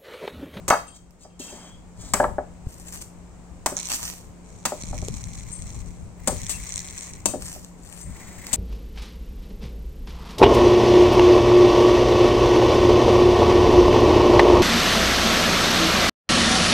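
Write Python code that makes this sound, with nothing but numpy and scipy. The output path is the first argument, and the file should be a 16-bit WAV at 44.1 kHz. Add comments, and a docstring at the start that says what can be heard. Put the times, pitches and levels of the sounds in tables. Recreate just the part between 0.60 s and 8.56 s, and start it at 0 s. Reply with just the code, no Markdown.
"""A machete trims a green coconut on a wooden plank in a sandy yard: chops and rips burst wet husk fibres.
The blade also scrapes and levers slices off, tearing and snapping fibres (ticks ringing fibre modes).
Blade, nut and slices knock on the plank (struck modes and noise), and the steel rings and squeals.
A hand-held microphone creaks under the fingers, swishes under the palm and rumbles as it is moved.
Behind lie the yard's echo, open air, leaves (shaped noise) and the hum of far machines (sines)."""
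import sys
import numpy as np
from scipy import signal
from scipy.fft import rfft, irfft
from scipy.io import wavfile
from scipy.ndimage import uniform_filter1d

SR = 44100
rng = np.random.default_rng(int(sys.argv[2]) if len(sys.argv) > 2 else 0)


def store_pcm(level_fs):
    """Save levels as 16-bit WAV."""
    pcm = np.round(np.clip(level_fs, -1, 1) * 32767).astype(np.int16)
    wavfile.write(sys.argv[1], SR, np.atleast_2d(pcm).T)


N = 351036
TIME = np.arange(N) / SR
AGE = TIME[:SR * 3 // 4]  # seconds since a strike, up to 0.75 s

# Table levels are relative: each function trims its own layers. A positive left_right_db is louder on the left.
# Modes of the steel blade, before the damping by husk: mode_hz, level_db, t60_s
BLADE = [(2580, 2.5, 0.5), (2716, 10, 0.14), (3190, 3, 0.8), (3740, -9, 0.69), (4226, -5.5, 0.55),
         (4630, 1.5, 0.71), (5002, 3, 0.5), (5930, 1.5, 0.355), (6400, -6.5, 0.5), (6360, -2, 0.24),
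         (6900, -13, 0.45), (7478, -10, 0.85), (8300, -8.5, 0.42), (9000, -5.5, 0.25), (11080, -11.5, 0.6)]
# Colour of the nut's body, a power density: freq_hz, level_db
NUT_COLOUR = [(80, -21.5), (200, 13), (400, 0), (620, 4), (1000, 4), (1500, -3), (2300, -4), (3500, -23),
              (8000, -54.5)]
# Modes of the microphone's case: mode_hz, level_db, t60_s
CASE = [(1036, -1, 0.01), (2260, 2, 0.0057), (3370, -4, 0.005), (4100, -0.5, 0.0044), (5770, 1, 0.0049),
        (6550, 4, 0.0033), (7370, -1, 0.0038), (8320, 0.5, 0.0031), (10030, -10, 0.0045),
        (14200, -5, 0.0021)]


def chops(crunch_db=-7, thud_db=-1, steel_db=-17, stop_t60=0.03, nut_ring_db=-7,
          fibres_per_cut=70, entry_db=-1, entry_t60=0.0025, nut_t60=0.28):
    """A hard onset, then a run of bursting fibres, sparser in a long rip; the nut thuds and the steel rings."""
    # Blade cuts and longer rips of the husk:
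    # start_s, crunch_db, length_s, thud_db, thud_hz, left_right_db, steel_ring_db
    cuts = [(0.08, -19, 0.01, -23.5, 1110, -3.5, -52), (0.1013, -18, 0.0026, -15.5, 1410, -6.5, -24),
            (1.536, -13, 0.0046, -17, 1490, -1, -73), (3.060, -15.5, 0.0052, -18.5, 1000, -4, -61),
            (3.297, -31.5, 0.067, -50, 1410, 1, -32), (4.053, -17, 0.0077, -20, 1060, -1, -33),
            (5.6741, -17.5, 0.0084, -21, 630, 4.5, -46), (5.895, -25, 0.024, -45, 587, 3, -40),
            (6.657, -12.5, 0.0026, -20, 430, 5, -32), (7.93, -16, 0.014, -32, 790, 4, -51)]
    # Colour of bursting wet husk, a power density: freq_hz, level_db
    crunch_colour = [(300, 10), (1200, -70), (2300, 4.5), (3500, 4), (7500, 7), (11000, -2.5), (16000, 2.5)]
    crunch, thud, steel = np.zeros((3, 2, N))
    entry = 1 + from_db(entry_db) * dying(entry_t60)
    blade_ring = steel_modes().sum(1)
    for s, db, length, nut_db, nut_hz, pan, ring_db in cuts:
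        # The force lasts for the length of the cut or rip, then dies away
        force = entry * np.exp(-np.log(1000) * np.maximum(AGE - length, 0) / stop_t60)
        breaks = rng.random(len(AGE)) < fibres_per_cut / length / SR
        fibres = rms_one(np.sign(stereo_noise(0.7, size=len(AGE))) * breaks)
        add(crunch, s, from_db(db) * panned(pan) * fibres * force)

        push = stereo_noise(0.97, size=len(AGE)) * (force + from_db(nut_ring_db) * dying(nut_t60))
        body = signal.butter(1, [nut_hz / 2, nut_hz * 2], "band", fs=SR, output="sos")
        add(thud, s, from_db(nut_db) * signal.sosfilt(body, push))
        add(steel, s, from_db(ring_db + steel_db) * blade_ring)
    crunch = from_db(crunch_db) * coloured(crunch, crunch_colour)
    thud = from_db(thud_db) * coloured(thud, NUT_COLOUR)
    return crunch + thud + steel


def pings(focus_q=4):
    """The blade springs free or is tapped, and rings briefly in the modes near the contact's pitch."""
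    # Touches on the steel: start_s, level_db, contact_hz
    touches = [(0.281, -52, 3500), (0.27, -52.5, 7700), (0.622, -73, 3560), (0.7, -67.5, 3260),
               (0.81, -48, 3230), (0.881, -51, 3200), (0.9, -54, 6700), (2.372, -55, 6600),
               (4.917, -41.5, 7940), (4.934, -64, 7760), (5.932, -54, 6650), (5.938, -45, 2350),
               (7.419, -50, 7700)]
    out = np.zeros((2, N))
    blade = steel_modes()
    for s, db, hz in touches:
        add(out, s, from_db(db) * favoured(BLADE, hz, focus_q) @ blade)
    return out


def tearing(level_db=-9.0, ticks_per_s=400, spread_db=4.0, rasp_db=-6, snap_db=-8.0,
            rise_s=0.0001, vary_db=3.0, size=1024):
    """Husk gives way: a fine rasp, uneven ticks and loud snaps ring the fibres in a mix that keeps shifting."""
    # Husk scraped or levered apart: start_s, attack_s, hold_s, release_t60_s, level_db, left_right_db
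    tears = [(0.803, 0.0074, 0.02, 0.54, -46, -5), (2.038, 0.077, 0.22, 0.26, -47, 2.5),
             (2.25, 0.029, 0.0083, 0.055, -44, 4), (2.315, 0.012, 0.033, 0.16, -36.5, 2.5),
             (2.403, 0.01, 0.0093, 0.056, -35.5, 2.5), (3.15, 0.018, 0.17, 0.1, -42.5, -1),
             (3.29, 0.017, 0.035, 0.18, -24.5, -0.5), (3.365, 0.054, 0.061, 0.43, -32, -0.5),
             (5.879, 0.0058, 0.024, 0.43, -35.5, 11), (6.787, 0.03, 0.11, 0.42, -36.5, 1.5),
             (7.161, 0.16, 0.098, 0.087, -43, 9.5)]
    # Single fibre bundles breaking: start_s, level_db, left_right_db
    snaps = [(0.508, -29.5, -11), (0.7967, -19, -5), (0.805, -23, -2), (2.104, -28, 2), (2.134, -27, 2),
             (2.199, -20, 2), (2.286, -15, -4), (2.339, -19, 7), (2.355, -17, -4), (2.368, -28, 0),
             (2.421, -14.5, -5), (3.288, -6, 8), (3.301, -2, -3), (3.3052, -7, -2), (3.309, -9, 0),
             (3.3178, 1, -3), (3.326, -4, 2), (3.3361, -3, 0), (3.418, -17, -5), (3.43, -3, -4),
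             (3.453, -7, 2), (3.463, -7, 2), (3.472, -14, 4), (3.5, -7.5, -9), (5.8954, -5.5, 8),
             (5.9, -17, 5), (5.934, -8, 0), (6.882, -12, 0), (7.047, -15, 5.5), (7.25, -22, 11),
             (7.415, -15, 8), (7.868, -6, -5)]
    # Fibre bundles ring for an instant as they break: mode_hz, level_db, t60_s
    fibre_modes = [(1000, 7.5, 0.0037), (1840, 1.5, 0.014), (2530, 7.5, 0.0022), (4430, 2.5, 0.0042),
                   (5510, 8.5, 0.001), (5900, 0.5, 0.006), (7280, 4.5, 0.0068), (8460, 0, 0.012),
                   (10070, 3.5, 0.0024), (11250, -2.5, 0.0063), (12700, 3.5, 0.0022), (14600, 3.5, 0.0041)]
    to_right_db = 3  # tears and snaps all lie this much further right than their tables say
    effort = sum(from_db(db) * panned(pan - to_right_db) * gesture(*shape) for *shape, db, pan in tears)

    strength = from_db(spread_db * np.minimum(rng.exponential(1, N), 2))
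    ticks = (rng.random(N) < ticks_per_s / SR) * strength
    # Even out the local power of the ticks
    ticks /= np.sqrt(np.abs(uniform_filter1d(ticks ** 2, size=3000)) + 1e-4)
    force = from_db(level_db) * effort * (ticks + from_db(rasp_db) * stereo_noise(0.035))
    for s, db, pan in snaps:
        add(force, s, from_db(db + snap_db) * panned(pan - to_right_db))

    out, age = 0, AGE[:size]
    for hz, db, t60 in fibre_modes:
        ring = np.sin(2 * np.pi * (hz * age + rng.random((2, 1)) / 2))
        ring = ring * dying(t60)[:size] * (1 - np.exp(-age / rise_s))
        ring /= np.linalg.norm(ring[0])
        drive = force * rng.choice([-1, 1], N) * swelling(vary_db, hold_s=0.011)
        out = out + from_db(db) * signal.oaconvolve(drive, ring, axes=1)[:, :N]
    return out / np.linalg.norm(from_db(np.array(fibre_modes)[:, 1]))


def sliding(rub_db=-11, dragged_t60=0.2):
    """Friction hisses, makes the blade sing and, under pressure, rasps in the nut."""
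    # Blade sliding over the husk; the singing is relative to the level:
    # start_s, attack_s, hold_s, release_t60_s, level_db, pressure_db, singing_db
    strokes = [(0.328, 0.027, 0.015, 0.067, -44.5, -59.5, -18.5),
               (0.584, 0.044, 0.0085, 0.064, -45.5, -69.5, -15.5),
               (0.791, 0.005, 0.013, 0.45, -33, -60, -23), (0.802, 0.074, 0.2, 0.36, -47.5, -48, -15),
               (1.353, 0.076, 0.063, 0.33, -40, -50.5, -37), (7.416, 0.14, 0.51, 0.26, -45.5, -49.5, -21),
               (7.846, 0.024, 0.015, 0.14, -40, -53, -20)]
    # Colour of rubbed steel, a power density: freq_hz, level_db
    rub_colour = [(500, -30), (2000, -23), (3200, 4.5), (4500, 6), (8000, 4), (11000, -13.5), (16000, -1.5)]
    speed, pressure, singing = np.zeros((3, N))
    for *shape, db, pressure_db, sing_db in strokes:
        stroke = gesture(*shape)
        speed += from_db(db) * stroke
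        pressure += from_db(pressure_db) * stroke
        singing += from_db(db + sing_db) * stroke
    friction = coloured(stereo_noise(0.98) * swelling(depth_db=2.0, hold_s=0.005), rub_colour)
    # Dragging over the husk damps the blade further
    steel = ringing(BLADE).sum(0) * dying(dragged_t60)
    song = signal.oaconvolve(singing * friction, steel[None] / np.linalg.norm(steel), axes=1)[:, :N]
    rasp = coloured(pressure * rng.standard_normal(N), NUT_COLOUR)
    return from_db(rub_db) * speed * friction + song + rasp


def squealing(start_hz=3140, rise_hz_per_s=670, level_db=-55, width_hz=110):
    """The dragged blade squeals faintly at a rising pitch, made hoarse by a slow random flutter."""
    # The drag: start_s, attack_s, hold_s, release_t60_s
    drag = (0.93, 0.048, 0.17, 0.28)
    hz = start_hz + rise_hz_per_s * (TIME - drag[0])
    lowpass = signal.butter(2, width_hz, fs=SR, output="sos")
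    flutter = rms_one(signal.sosfilt(lowpass, stereo_noise(0.36)))
    return from_db(level_db) * gesture(*drag) * flutter * np.sin(2 * np.pi * np.cumsum(hz) / SR)


def knocks(ring_db=-8, clatter_db=-17, clatter_t60=0.17, contact_q=1.155, rise_s=0.0002,
           crack_trim_db=-8, crack_hz=(1150, 1700), crack_t60=0.039, load_detune=0.008, loaded_t60=0.6):
    """Each landing cracks and drives the plank's modes near its contact pitch, over a short woody clatter."""
    # Blade, nut and slices landing on the plank; the crack is relative to the level, before its trim:
    # start_s, level_db, contact_hz, crack_db
    landings = [(0.1058, 2, 986, -5.5), (0.1261, -5.5, 900, -11), (0.1371, -10.5, 960, 3),
                (0.649, -32.5, 600, -27), (0.799, -28.5, 360, -28), (0.925, -30, 460, -27),
                (1.548, -15, 730, -13), (1.566, -23, 1100, -6), (1.6, -3, 670, 0), (1.629, -13, 730, -12),
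                (1.6416, -6, 713, -1), (1.672, -37, 895, -10), (1.783, -12.5, 623, -6.5),
                (1.813, -40, 1090, -12), (3.121, -21.5, 460, -30), (3.17, -30.5, 1130, -8),
                (3.303, -30, 1310, 2), (4.121, -16, 550, -22), (4.331, -22, 620, -23),
                (4.424, -24.5, 456, -22), (5.689, -16.5, 715, -13), (5.722, -21.5, 417, -20),
                (6.737, -14.5, 480, -24), (6.757, -20, 406, -32), (6.96, -30.5, 510, -20)]
    # Modes of the plank, before the load detunes and damps them: mode_hz, level_db, t60_s
    plank = [(260.4, 4, 0.13), (375.4, -1.5, 0.12), (525, -9, 0.18), (601.4, 0.5, 0.17), (692.6, -3.5, 0.1),
             (769.6, 0, 0.08), (814, -7, 0.1), (887, -2.5, 0.098), (990, -7, 0.13), (1142, -4.5, 0.065),
             (1290, -0.5, 0.1), (1390, -8.5, 0.078), (1488, -7.5, 0.067), (1712, -2.5, 0.13),
             (1950, -7.5, 0.13), (2200, -8, 0.14)]
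    out = np.zeros((2, N))
    for s, db, hz, crack_db in landings:
        # The load shifts from knock to knock and retunes the modes (detune is a share of their pitch)
        modes = ringing(plank, load_detune)
        ring = from_db(ring_db) * favoured(plank, hz, contact_q) @ modes * dying(loaded_t60)
        clatter = from_db(clatter_db) * burst([hz * 0.52, hz * 1.38], clatter_t60, 0.96)
        crack = from_db(crack_db + crack_trim_db) * burst(crack_hz, crack_t60, 1.0)
        add(out, s, from_db(db) * (ring + clatter + crack) * (1 - np.exp(-AGE / rise_s)))
    return out


def yard_echo(x, wet_db=-10, build_s=0.0066, bass_db=-4, yard_t60=0.33):
    """Walls, trees and ground scatter the sound back, differently to each side."""
    scatter = rng.standard_normal((2, len(AGE))) * dying(yard_t60) * (1 - np.exp(-AGE / build_s))
    echo = signal.oaconvolve(x, scatter / np.linalg.norm(scatter[0]), axes=1)[:, :N]
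    return coloured(echo, [(700, wet_db + bass_db), (3000, wet_db), (16000, wet_db + 4.0)], keep_power=False)


def grip(count=1400, stick_s=0.0055, stick_spread=0.6, slip_spread_db=3,
         loud_db=-3.5, creep_db=-5, rasp_db=-21, swell_db=1.5):
    """Fingers stick and slip on the case in uneven runs that swell and fade, over the rasp of dragging skin."""
    # Fingers creeping on the case: start_s, attack_s, hold_s, release_t60_s, typical_slip_db, left_right_db
    creeps = [(3.15, 0.018, 0.15, 0.2, -27, -8), (3.824, 0.047, 0.38, 0.23, -41.5, -1),
              (4.168, 0.025, 0.29, 0.3, -33.5, -4.5), (4.506, 0.044, 0.12, 1, -35, -2.5),
              (4.7, 0.071, 0.4, 1.0, -36, -0.5), (5.591, 0.19, 0.15, 0.51, -28, -3),
              (5.98, 0.078, 0.29, 0.88, -30, -0.5), (6.372, 0.023, 0.067, 0.82, -38, 0)]
    # Loud slips of a finger on the case: start_s, level_db, left_right_db
    loud_slips = [(3.1677, -14.5, -7), (3.1735, -17.5, -2), (3.1812, -20, -7), (3.1888, -19, -5),
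                  (3.2, -19, -2), (3.2024, -24, -3), (3.23, -23, 0), (3.2552, -20, -2), (3.271, -19.5, -4),
                  (4.213, -25.5, 0), (4.2232, -25.5, -3), (4.2354, -24, -1), (4.287, -30, -2),
                  (4.379, -24, -9), (4.3867, -26.5, -11), (4.417, -25, -8), (4.4485, -27, 0),
                  (4.5408, -24, -2), (4.64, -23, 0), (5.0213, -24.5, -3), (5.1032, -29.5, -5),
                  (5.1505, -36, -8), (5.7675, -28, 2), (5.817, -25, -2), (5.833, -25.5, 0.5),
                  (5.866, -23, -6), (6.092, -23.5, 3), (6.1223, -18.5, -1), (6.1398, -19, -4),
                  (6.1585, -17.5, 0), (6.1687, -24, 1), (6.1785, -18, -2), (6.192, -19, -1),
                  (6.2026, -23, -1), (6.2857, -24.5, -4), (6.309, -27, 0), (6.378, -23.5, -1),
                  (6.3835, -21, -2), (6.4635, -32, 3), (6.5353, -25, -4)]
    effort = sum(from_db(db) * panned(pan) * gesture(*shape) for *shape, db, pan in creeps)
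    effort = effort * swelling(swell_db, hold_s=0.05)

    case_ring = ringing(CASE).sum(0)
    skin = stereo_noise(0.058) * swelling(depth_db=4.5, hold_s=0.005)
    rasp = signal.oaconvolve(skin, case_ring[None], axes=1)[:, :N]
    out = from_db(rasp_db) * effort * rms_one(rasp)

    # The finger sticks for an uneven while between slips
    waits = stick_s * np.exp(stick_spread * rng.standard_normal(count))
    for s in np.cumsum(waits):
        if s < TIME[-1]:
            vary = from_db(slip_spread_db * np.minimum(rng.standard_normal(), 1))
            force = effort[:, int(s * SR), None] * vary + 1e-9
            balance = force / force.mean()
            add(out, s, from_db(creep_db) * balance * slip(20 * np.log10(force.mean())))
    for s, db, pan in loud_slips:
        add(out, s, from_db(loud_db) * panned(pan) * slip(db))
    return out


def slip(db, chief_hz=6860, focus=5.0, vary_db=3, rise_s=0.00036, size=320):
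    """One slip rings the case for milliseconds, mixed anew; harder ones favour its chief resonance."""
    hz, mode_db, t60 = np.transpose(CASE)[..., None]
    age = AGE[:size]
    strength = from_db(mode_db + vary_db * rng.standard_normal(hz.shape))
    strength = strength * favoured(CASE, chief_hz, focus * from_db(db))[:, None]
    phase = rng.random((2, len(CASE), 1))  # differs at each port
    rings = strength * np.sin(2 * np.pi * (hz * age + phase)) * np.exp(-np.log(1000) * age / t60)
    tick = rings.sum(1) * (1 - np.exp(-age / rise_s)) ** 2
    return from_db(db) * tick / np.abs(tick).max(1, keepdims=True)


def case_click(top_hz=3500):
    """One sharp click of the case, close to the left port: a very short, dulled burst of noise."""
    # The click: start_s, level_db, left_right_db, t60_s
    s, db, pan, t60 = (4.4845, -12.5, 8, 0.003)
    lowpass = signal.butter(1, top_hz, fs=SR, output="sos")
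    click = signal.sosfilt(lowpass, stereo_noise(0.83, size=len(AGE)) * dying(t60))
    out = np.zeros((2, N))
    add(out, s, from_db(db) * panned(pan) * click)
    return out


def palm(grain_db=4):
    """Skin rubbing over the case makes an uneven, soft swish, strongest near 2 kHz."""
    # Rubs of the palm: start_s, attack_s, hold_s, release_t60_s, level_db
    rubs = [(4.082, 0.3, 0.9, 0.4, -60), (5.537, 0.17, 0.7, 1.2, -49), (7.26, 0.7, 0.25, 0.3, -44.5)]
    # Colour of the swish, a power density: freq_hz, level_db
    swish_colour = [(800, -22), (1500, -6), (2050, 8.5), (2500, -3), (3100, -13), (4500, -15.5),
                    (8000, -14), (11000, -24.5), (15000, -9)]
    speed = sum(from_db(db) * gesture(*shape) for *shape, db in rubs)
    return speed * swelling(grain_db, hold_s=0.0071) * coloured(stereo_noise(0.35), swish_colour)


def handling(slow_level, rumble_db=-1, swell_db=4, bump_t60=0.022):
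    """Air and hand rumble on the moved microphone as low noise; soft bumps on its case are dying sines."""
    # The microphone is moved: start_s, attack_s, hold_s, release_t60_s, level_db
    moves = [(1.17, 0.48, 0.15, 0.24, -44), (4.16, 0.15, 0.21, 1.9, -37.5), (4.61, 0.31, 0.31, 1.6, -44),
             (5.5, 0.27, 0.063, 1.5, -42), (6.36, 0.38, 0.11, 0.62, -47), (7.38, 0.052, 0.19, 1.1, -48.5)]
    # Soft bumps on the case: start_s, level_db, pitch_hz
    bumps = [(2.069, -13, 86), (4.237, -21, 171), (4.311, -12, 54.3), (4.429, -15.5, 79),
             (4.484, -20.5, 434), (4.905, -25, 131), (5.063, -37, 64), (5.111, -28, 110), (7.195, -33, 257)]
    # Colour of the rumble, a power density: freq_hz, level_db
    rumble_colour = [(20, -6.5), (55, 1), (100, -3), (160, -7.5), (260, -15.5), (450, -41.5), (1500, -57)]
    rumble = from_db(rumble_db) * slow_level + sum(from_db(db) * gesture(*shape) for *shape, db in moves)
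    out = rumble * coloured(stereo_noise(0.33), rumble_colour) * panned(5.2) * swelling(swell_db, hold_s=0.04)
    for s, db, hz in bumps:
        add(out, s, from_db(db) * np.sin(2 * np.pi * hz * AGE) * dying(bump_t60))
    return out


def open_air(slow_level, leaves_db=-11):
    """Air and leaves are shaped noise; far machines hum in sines that sink and recover with it, two beating."""
    # Colours of open air and of leaves, power densities: freq_hz, level_db
    air_colour = [(100, 9), (240, 10), (400, 7), (1000, 2.5), (1600, -9.5), (3000, -37), (8000, -45)]
    leaves_colour = [(500, 8), (2200, 13.5), (3500, 3.5), (7500, 3), (10000, -10), (16000, -7)]
    # Hum of distant machines, relative to the open air: pitch_hz, level_db
    hum_lines = [(57.5, -2.5), (177.3, 1), (174, -7)]
    air = coloured(stereo_noise(0.53), air_colour)
    leaves = from_db(leaves_db) * coloured(stereo_noise(0.065), leaves_colour)
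    hum = sum((-1) ** k * from_db(db) * np.sin(2 * np.pi * hz * TIME) for k, (hz, db) in enumerate(hum_lines))
    return slow_level * (air + leaves + hum)


def background():
    """One slow level curve, sinking after the first blow and recovering, drives air, leaves, hum, base rumble."""
    # Slow level of these layers: time_s, level_db
    slow_curve = [(0.0, -48), (0.46, -57), (1.48, -50), (7.8, -50)]
    slow_level = from_db(np.interp(TIME, *np.transpose(slow_curve)))
    return handling(slow_level) + open_air(slow_level)


def from_db(db):
    """Decibels to gain."""
    return 10 ** (np.asarray(db) / 20)


def rms_one(x):
    """Scale to unit rms."""
    return x / np.sqrt(np.mean(x ** 2) + 1e-20)


def add(track, s, sound):
    """Mix a sound into a track from time s on."""
    start = int(s * SR)
    part = sound[..., :N - start]
    track[..., start:start + part.shape[-1]] += part


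def panned(db):
    """Left and right gains for a level difference, left minus right."""
    return from_db(np.array([[0.5], [-0.5]]) * db)


def dying(t60):
    """Exponential decay by 60 dB in t60 seconds."""
    return np.exp(-np.log(1000) * AGE / t60)


def gesture(s, attack, hold, release, attack_power=1.24):
    """Gain of one movement: it builds up with a power of time, holds and dies away."""
    age = TIME - s
    fallen = np.clip((age - attack - hold) / release, 0, 2)
    return np.clip(age / attack, 0, 1) ** attack_power * np.exp(-np.log(1000) * fallen)


def swelling(depth_db, hold_s):
    """A gain that wanders at random, with a new aim every hold_s (5 ms or more)."""
    step = TIME / max(hold_s, 0.005)
    return from_db(depth_db * np.interp(step, np.arange(2000), rng.standard_normal(2000)))


def stereo_noise(likeness, size=N):
    """White noise, partly shared between the sides."""
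    shared, own = rng.standard_normal(size), rng.standard_normal((2, size))
    return np.sqrt(likeness) * shared + np.sqrt(1 - likeness) * own


def burst(band_hz, t60, likeness):
    """A dying band of noise: many close, heavily damped modes."""
    band = signal.butter(4, band_hz, "band", fs=SR, output="sos")
    return rms_one(signal.sosfilt(band, stereo_noise(likeness, size=len(AGE)))) * dying(t60)


def ringing(modes, detune=0):
    """One row for each mode: a dying sine of random strength and phase, mistuned at random by a share."""
    rows = []
    for hz, db, t60 in modes:
        strength = from_db(db + 2 * rng.standard_normal())
        tuned_hz = hz * (1 + detune * rng.standard_normal())
        rows.append(strength * dying(t60) * np.sin(2 * np.pi * (tuned_hz * AGE + rng.random())))
    return np.array(rows)


def favoured(modes, hz, q):
    """A contact drives most strongly the modes near its own pitch."""
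    mode_hz = np.array(modes)[:, 0]
    return 1 / (1 + (q * (mode_hz / hz - hz / mode_hz)) ** 2)


def steel_modes(rough=1.0, flutter_hz=60, wedged_t60=0.6):
    """The blade's modes for each side, made to flutter and damped by the husk that touches it."""
    lowpass = signal.butter(2, flutter_hz, fs=SR, output="sos")
    flutter = signal.sosfilt(lowpass, rng.standard_normal((2, len(BLADE), len(AGE))))
    sides = np.array([ringing(BLADE), ringing(BLADE)])
    return sides * (1 + rough * rms_one(flutter)) * dying(wedged_t60)


def coloured(x, spectrum, keep_power=True, size=4096):
    """Causal (minimum-phase) filter that follows a spectrum, by folding its cepstrum."""
    hz, db = np.transpose(spectrum)
    bin_hz = np.arange(size // 2 + 1) * SR / size
    gain = from_db(np.interp(np.log(bin_hz + 1), np.log(hz), db))
    cepstrum = irfft(np.log(rms_one(gain) if keep_power else gain))
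    cepstrum[1:size // 2] *= 2
    cepstrum[size // 2 + 1:] = 0
    impulse = irfft(np.exp(rfft(cepstrum)))
    return signal.oaconvolve(np.atleast_2d(x), impulse[None], axes=1)[:, :N]


def scene():
    """The work reaches the right port a little late, with the yard's echo; the grip is heard dry via the case."""
    port_lag_s = 9e-5
    left, right = chops() + pings() + tearing() + sliding() + squealing() + knocks()
    work = np.array([left, np.interp(TIME - port_lag_s, TIME, right)])
    return work + yard_echo(work) + grip() + case_click() + palm() + background()


def record(dry, cutoff_hz=16000):
    """Each microphone port colours its side; peaks are rounded and the top is cut."""
    # Response of the two ports, each lifted in the treble: freq_hz, gain_db
    left_port = [(100, 2.5), (2000, -1), (3700, 1.5), (5500, -1.5), (7000, 10), (8100, 16), (9200, 13),
                 (10500, 1.5), (12000, -5), (15000, -3.5)]
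    right_port = [(100, 2), (1000, -3.5), (3500, 0.5), (5000, 3.5), (6700, 8.5), (8000, 1), (9200, 0.5),
                  (11500, 3), (15000, 1)]
    ports = np.vstack([coloured(x, port, keep_power=False) for x, port in zip(dry, (left_port, right_port))])
    lowpass = signal.ellip(10, 0.2, 80, cutoff_hz, fs=SR, output="sos")
    return signal.sosfilt(lowpass, np.tanh(ports))


dry = scene()
out = record(dry)
store_pcm(out)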